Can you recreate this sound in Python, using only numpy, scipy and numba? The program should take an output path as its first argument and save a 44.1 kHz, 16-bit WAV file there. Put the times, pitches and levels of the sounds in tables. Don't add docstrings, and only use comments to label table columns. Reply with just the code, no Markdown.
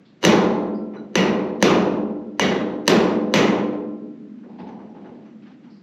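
import sys
import numpy as np
from scipy import signal
from scipy.fft import rfft, irfft, next_fast_len
from scipy.io import wavfile
from scipy.ndimage import uniform_filter1d
from numba import njit

SR = 44100
rng = np.random.default_rng(int(sys.argv[2]) if len(sys.argv) > 2 else 0)


def transcribe(u):
    v = np.clip(np.atleast_2d(u).T, -1, 1)
    q = np.round(v * 32767).astype(np.int16)
    wavfile.write(sys.argv[1], SR, q)


N = 256662
FFT_SIZE = next_fast_len(N)

# (time [s], crack [dB], ring [dB], brightness [dB/octave], clank [dB],
# clang of the high modes [dB], clang brightness [dB/octave], pre-echo against the blow [dB])
BLOWS = [(0.250, 2.5, -12, 0.6, -1, -8, 0.5, -7.5), (1.155, -5.5, -18.5, 0.06, 3, -6, -3.5, -31),
         (1.6256, -0.5, -13.5, 0.5, 1, -15.5, -0.5, -23), (2.396, -7.5, -20, 0.28, 5, -5.5, -4, -33.5),
         (2.8785, 1.5, -13, 0.73, -0.5, -18.5, 1.5, -24), (3.339, -2.5, -14.5, 1, 2, -7.5, -2.5, -30.5)]
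# (frequency [Hz], level [dB])
CROWD_SPECTRUM = [(24, -61), (40, -28), (130, -20.5), (194, -1), (262, -10.5), (372, -6), (751, -18),
                  (873, -17.5), (1760, -26.5), (2440, -30), (4930, -39.5), (6020, -37), (6800, -43),
                  (9220, -68), (11800, -54), (16000, -118)]
# (frequency [Hz], t60 or time to fade by 60 dB [s])
CROWD_T60 = [(60, 0.91), (200, 0.8), (500, 1.002), (1000, 0.72), (2500, 0.57), (6000, 0.47), (12000, 0.38)]

PRE_ECHO_S, PRE_ECHO_STEP_DB = 0.0106, -10.5
CLATTER_HZ = 798


def undb(db):
    return 10 ** (np.asarray(db, float) / 20)


def along(table, hz):
    frequencies, values = np.transpose(table)
    return np.interp(np.log(hz), np.log(frequencies), values)


def coloured(table):
    hz = np.maximum(np.fft.rfftfreq(FFT_SIZE, 1 / SR), 1)
    noise = irfft(rfft(rng.standard_normal(FFT_SIZE)) * undb(along(table, hz)), FFT_SIZE)[:N]
    return noise / noise.std()


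def tilted(colour, db, brightness, clank_db=0, pivot_hz=900, clank_hz=2500):
    hz, level = np.transpose(colour)
    clank = clank_db * np.exp(-(np.log2(hz / clank_hz) / 0.45) ** 2)
    return np.c_[hz, level + db + brightness * np.log2(hz / pivot_hz) + clank]


@njit
def ring(n, starts, gains, pole, rise):
    out = np.zeros(n)
    for mode in range(len(pole)):
        swing, held_back, event = 0j, 0j, 0
        for i in range(starts[0], n):
            while event < len(starts) and starts[event] == i:
                swing += gains[event, mode]
                held_back += gains[event, mode]
                event += 1
            out[i] += (swing - held_back).imag
            swing = swing * pole[mode] + 1e-18
            held_back = held_back * rise[mode] + 1e-18
    return out


def play_modes(times, db, hz, t60, rise_s, phase):
    pole = np.exp(2j * np.pi * hz / SR - np.log(1000) / (t60 * SR))
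    order = np.argsort(times)
    starts = (np.asarray(times)[order] * SR).astype(np.int64)
    gains = (undb(db) * np.exp(1j * phase))[order]
    return ring(N, starts, gains, pole, pole * np.exp(-1 / (rise_s * SR)))


@njit
def follow(x, attack, release):
    level, out = 0., np.empty(len(x))
    for i in range(len(x)):
        level += (abs(x[i]) - level) * (attack if abs(x[i]) > level else release)
        out[i] = level
    return out


def room_hum(level_db=-51.5):
    # (frequency [Hz], relative level [dB])
    hum_colour = [(24, -51), (40, -24), (86, -10.5), (142, 4.5), (219, 9.5), (933, -17), (1120, -15),
                  (1970, -17.5), (3800, -26), (7680, -38.5), (9000, -78.5), (11700, -73.5), (19800, -120)]
    return undb(level_db) * coloured(hum_colour)


def tinkles(attack_s=0.004):
    # (time [s], pitch [Hz], level [dB], t60 [s], spread of pitch [Hz])
    loose_parts = [(.05, 3840, -61, 0.46, 900), (.745, 4840, -57, 0.27, 246), (.965, 3970, -50.5, 0.2, 60),
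                   (.965, 1430, -46, 0.3, 29.5), (4.68, 6200, -62, 0.074, 200),
                   (4.89, 5600, -72, 0.12, 194), (5.698, 4660, -64.5, 0.89, 600)]
    size = SR // 2
    hz, age = np.fft.rfftfreq(size, 1 / SR), np.arange(size) / SR
    out = np.zeros(N)
    for time, centre_hz, db, t60, spread in loose_parts:
        band = irfft(rfft(rng.standard_normal(size)) * np.exp(-((hz - centre_hz) / spread) ** 2 / 2))
        envelope = undb(db - 60 * age / t60) * (1 - np.exp(-age / attack_s))
        start = int(time * SR)
        out[start:start + size] += (envelope * band / band.std())[:N - start]
    return out


def rubbing(attack_s=0.012, release_s=0.033, sag_db_per_s=20, drone_start_s=3.95, drone_db=-39.5):
    # (start [s], length [s], level [dB], treble against that level [dB])
    strokes = [(4.48, 0.14, -52, -15.5), (4.581, 0.097, -47, -9.5), (4.668, 0.23, -46, -20),
               (4.94, 0.12, -53, -13), (5.046, 0.19, -53.5, -14), (5.416, 0.11, -66.5, 6.5),
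               (5.627, 0.089, -65.5, -0.5)]
    t = np.arange(N) / SR
    grain = undb(39 * uniform_filter1d(uniform_filter1d(rng.standard_normal(N), size=400), size=40))
    dull = coloured([(300, -18), (600, 2), (850, 13.5), (1100, -4.5), (1600, -33), (4000, -100)])
    treble = coloured([(700, -30), (1500, 2), (3000, -5), (5000, -13), (7500, -41), (9000, -55.5),
                       (12000, -110)])
    drone = coloured([(90, -56), (150, -15), (205, 1.5), (250, 0.5), (320, -9), (500, -36), (900, -83)])
    drone_age = t - drone_start_s
    out = drone * np.clip(drone_age / 0.12, 0, 1) * undb(drone_db - 3 * drone_age)
    for start, length, db, treble_db in strokes:
        age = np.maximum(t - start, 0)
        shape = np.minimum(age / attack_s, 1) * np.exp(-np.maximum(age - length, 0) / release_s)
        out += shape * undb(db - sag_db_per_s * age) * grain * (dull + undb(treble_db) * treble)
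    return out


def ring_events(knock_clang_db=-9, knock_decay_share=0.53):
    # (time [s], ring [dB], brightness [dB/octave])
    knocks = [(0.933, -45.5, 0), (4.376, -72.5, 7.5), (4.43, -56.5, -3.5), (4.585, -52.5, -6),
              (4.678, -53.5, 2), (4.785, -52.5, -1.5), (4.866, -79, 4), (4.945, -54, -2.5),
              (5.04, -51, -1.5), (5.249, -61, 5.5), (5.449, -60.5, 3.5), (5.637, -64.5, 4.5)]
    # (frequency [Hz], level [dB])
    blow_colour = [(250, 2), (900, 0), (1500, -2.5), (2500, 2.13), (4000, 0.84), (6000, -3.7),
                   (11000, -4.5)]
    # (frequency [Hz], level [dB])
    knock_colour = [(250, 0.5), (900, -1.5), (2500, -8), (6000, -29), (11000, -45)]
    events = [(time, tilted(blow_colour, db, bright, clank), clang, 1)
              for time, _, db, bright, clank, *clang, _ in BLOWS]
    for time, _, db, bright, clank, clang_db, clang_bright, pre_echo_db in BLOWS:
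        for k in range(4):
            drop_db = pre_echo_db + k * PRE_ECHO_STEP_DB
            colour = tilted(blow_colour, db + drop_db, bright, clank)
            events.append((time - (k + 1) * PRE_ECHO_S, colour, (clang_db + drop_db, clang_bright), 1))
    for time, db, bright in knocks:
        colour = tilted(knock_colour, db, bright)
        events.append((time, colour, (db + knock_clang_db, bright), knock_decay_share))
    times, colours, clang, decay_share = zip(*events)
    return np.array(times), colours, np.array(clang), np.array(decay_share)


def panel_clatter(level_db=-3, knock_rise_cycles=13, blow_rise_cycles=63):
    hz = np.maximum(np.fft.rfftfreq(FFT_SIZE, 1 / SR), 1)
    spectrum = rfft(rng.standard_normal(FFT_SIZE)) * np.sqrt(SR / 2)
    spectrum *= undb(level_db + along(CROWD_SPECTRUM, hz))
    times, colours, _, decay_share = ring_events()
    grid = np.arange(0, N + 16, 16)
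    age = np.maximum(grid / SR - times[:, None], 0)
    rise_cycles = np.where(decay_share < 1, knock_rise_cycles, blow_rise_cycles)[:, None]
    out = np.zeros(N)
    for centre_hz in CLATTER_HZ * 2 ** (np.arange(18) / 4):
        window = np.cos(np.pi / 2 * np.clip(4 * np.log2(hz / centre_hz), -1, 1))
        band = irfft(spectrum * window, FFT_SIZE)[:N]
        db = np.array([along(c, centre_hz) for c in colours]) + 1.5 * rng.standard_normal(len(times))
        t60 = along(CROWD_T60, centre_hz) * decay_share[:, None]
        swell = 1 - np.exp(-age * centre_hz / rise_cycles)
        power = (swell * undb(db[:, None] - 60 * age / t60)) ** 2
        out += band * np.interp(np.arange(N), grid, np.sqrt(power.sum(axis=0)))
    return out


def panel_ring(count=130, crowd_db=4, scatter_db=2, clang_hz=1500, bloom_s=0.17):
    # (frequency [Hz], level [dB], t60 [s])
    strong_modes = [(135.6, -15, 1.2), (209.2, -3.5, 1.71), (226.7, -6.5, 2.1), (256, -6.5, 1.5),
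                    (300.3, 1, 1.58), (367.5, 1, 1.04), (421.5, -6.5, 1.8), (498, 3, 1.1), (617.4, -3, 1.1),
                    (655, -5, 1.1), (814, -2.5, 0.92), (944, -6.5, 0.86), (1042, -5.5, 0.96),
                    (1350, -23.5, 1.5), (1549, -21.5, .7), (1895, -19.5, 0.67), (1920, -15, .6),
                    (2000, -8, 0.46), (2220, -8, 0.37), (2369, -17.5, 0.34), (2860, -6, 0.37),
                    (2940, -7.5, .3), (3120, -14, 0.26), (3860, -17.5, 0.54), (4280, -23, 0.62),
                    (4540, -20, .4), (5600, -20, 0.37), (5870, -12, 0.34), (6000, -15.5, 0.36),
                    (6200, -22.5, 0.3)]
    crowd_hz = 45 + (CLATTER_HZ - 45) * (np.arange(count) + rng.random(count)) / count
    centre_hz, strong_db, strong_t60 = np.repeat(strong_modes, 3, axis=0).T
    side = np.tile([-1, 0, 1], len(strong_modes))
    gap_hz = (3.5 + 0.00425 * centre_hz) * (1 + 0.33 * rng.standard_normal(len(side)))
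    strong_hz = centre_hz + side * gap_hz
    crowd_t60 = along(CROWD_T60, crowd_hz) * np.exp(0.15 * rng.standard_normal(count))
    hz, t60 = np.r_[crowd_hz, strong_hz], np.r_[crowd_t60, strong_t60]
    mode_db = np.r_[crowd_db + along(CROWD_SPECTRUM, crowd_hz), strong_db - 8 * abs(side)]
    rise_s = 0.024 + 0.83 / hz
    rise_s[count:] += bloom_s * (strong_hz < clang_hz)
    times, colours, clang, _ = ring_events()
    clang_db = clang[:, :1] + clang[:, 1:] * np.log2(hz / clang_hz)
    event_db = np.where(hz > clang_hz, clang_db, [along(c, hz) for c in colours])
    chance = rng.standard_normal((len(times), 2, len(hz)))
    db = mode_db + event_db + scatter_db * chance[:, 0]
    return play_modes(times, db, hz, t60, rise_s, phase=np.pi * chance[:, 1])


def chisel_cracks(snap_db=-9, snap_t60=0.023, slow_rise_hz=900):
    # (frequency [Hz], level [dB], t60 [s])
    tool_modes = [(323, -2, .03), (515, 1, 0.03), (980, -3.5, 0.019), (1810, 0, 0.01), (2896, -4, 0.011),
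                  (3937, -7, 0.013), (4810, -8, 0.0088), (5860, -9.5, 0.022), (10100, -23, 0.0017)]
    # (frequency [Hz], relative level [dB])
    snap_colour = [(300, -22), (900, 12), (3000, 6.5), (6300, -4), (7500, -25), (12000, -28), (16000, -48)]
    blow_s, blow_db, pre_echo_db = np.transpose(BLOWS)[[0, 1, -1]]
    tick_db = blow_db + pre_echo_db - 8
    times = np.r_[blow_s, blow_s - PRE_ECHO_S, blow_s - 2 * PRE_ECHO_S]
    event_db = np.r_[blow_db, tick_db, tick_db + PRE_ECHO_STEP_DB]
    hz, mode_db, t60 = np.transpose(tool_modes)
    chance = rng.standard_normal((len(times), len(hz)))
    clicks = np.zeros(N)
    clicks[(times * SR).astype(int)] = undb(event_db + snap_db)
    snap_envelope = signal.lfilter([1], [1, -undb(-60 / (snap_t60 * SR))], clicks)
    rise_s = 5e-5 + slow_rise_hz / (2 * hz ** 2)
    db = event_db[:, None] + mode_db + 2 * chance
    tones = play_modes(times, db, hz * (1 + 0.023 * chance[0]), t60, rise_s, phase=1.3 * chance)
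    return coloured(snap_colour) * snap_envelope + tones


def scene():
    return (panel_ring() + panel_clatter() + chisel_cracks() + tinkles() + rubbing() + room_hum())[None]


def record(dry, hold_db=-22, ratio=1.61, attack_s=0.0011, release_s=0.022, lag_s=0.0064, ceiling=0.75):
    loudness = follow(dry[0], 1 / (attack_s * SR), 1 / (release_s * SR))
    late_loudness = np.interp(np.arange(N) - lag_s * SR, np.arange(N), loudness)
    gain = np.minimum(undb(hold_db) / (late_loudness + 1e-9), 1) ** (1 - 1 / ratio)
    rounded = ceiling * np.tanh(dry * gain / ceiling)
    bass_cut = signal.butter(3, 71.4, "high", fs=SR, output="sos")
    top_cut = signal.ellip(8, 0.2, 70, 16600, fs=SR, output="sos")
    return signal.sosfilt(top_cut, signal.sosfilt(bass_cut, rounded))


dry = scene()
out = record(dry)
transcribe(out)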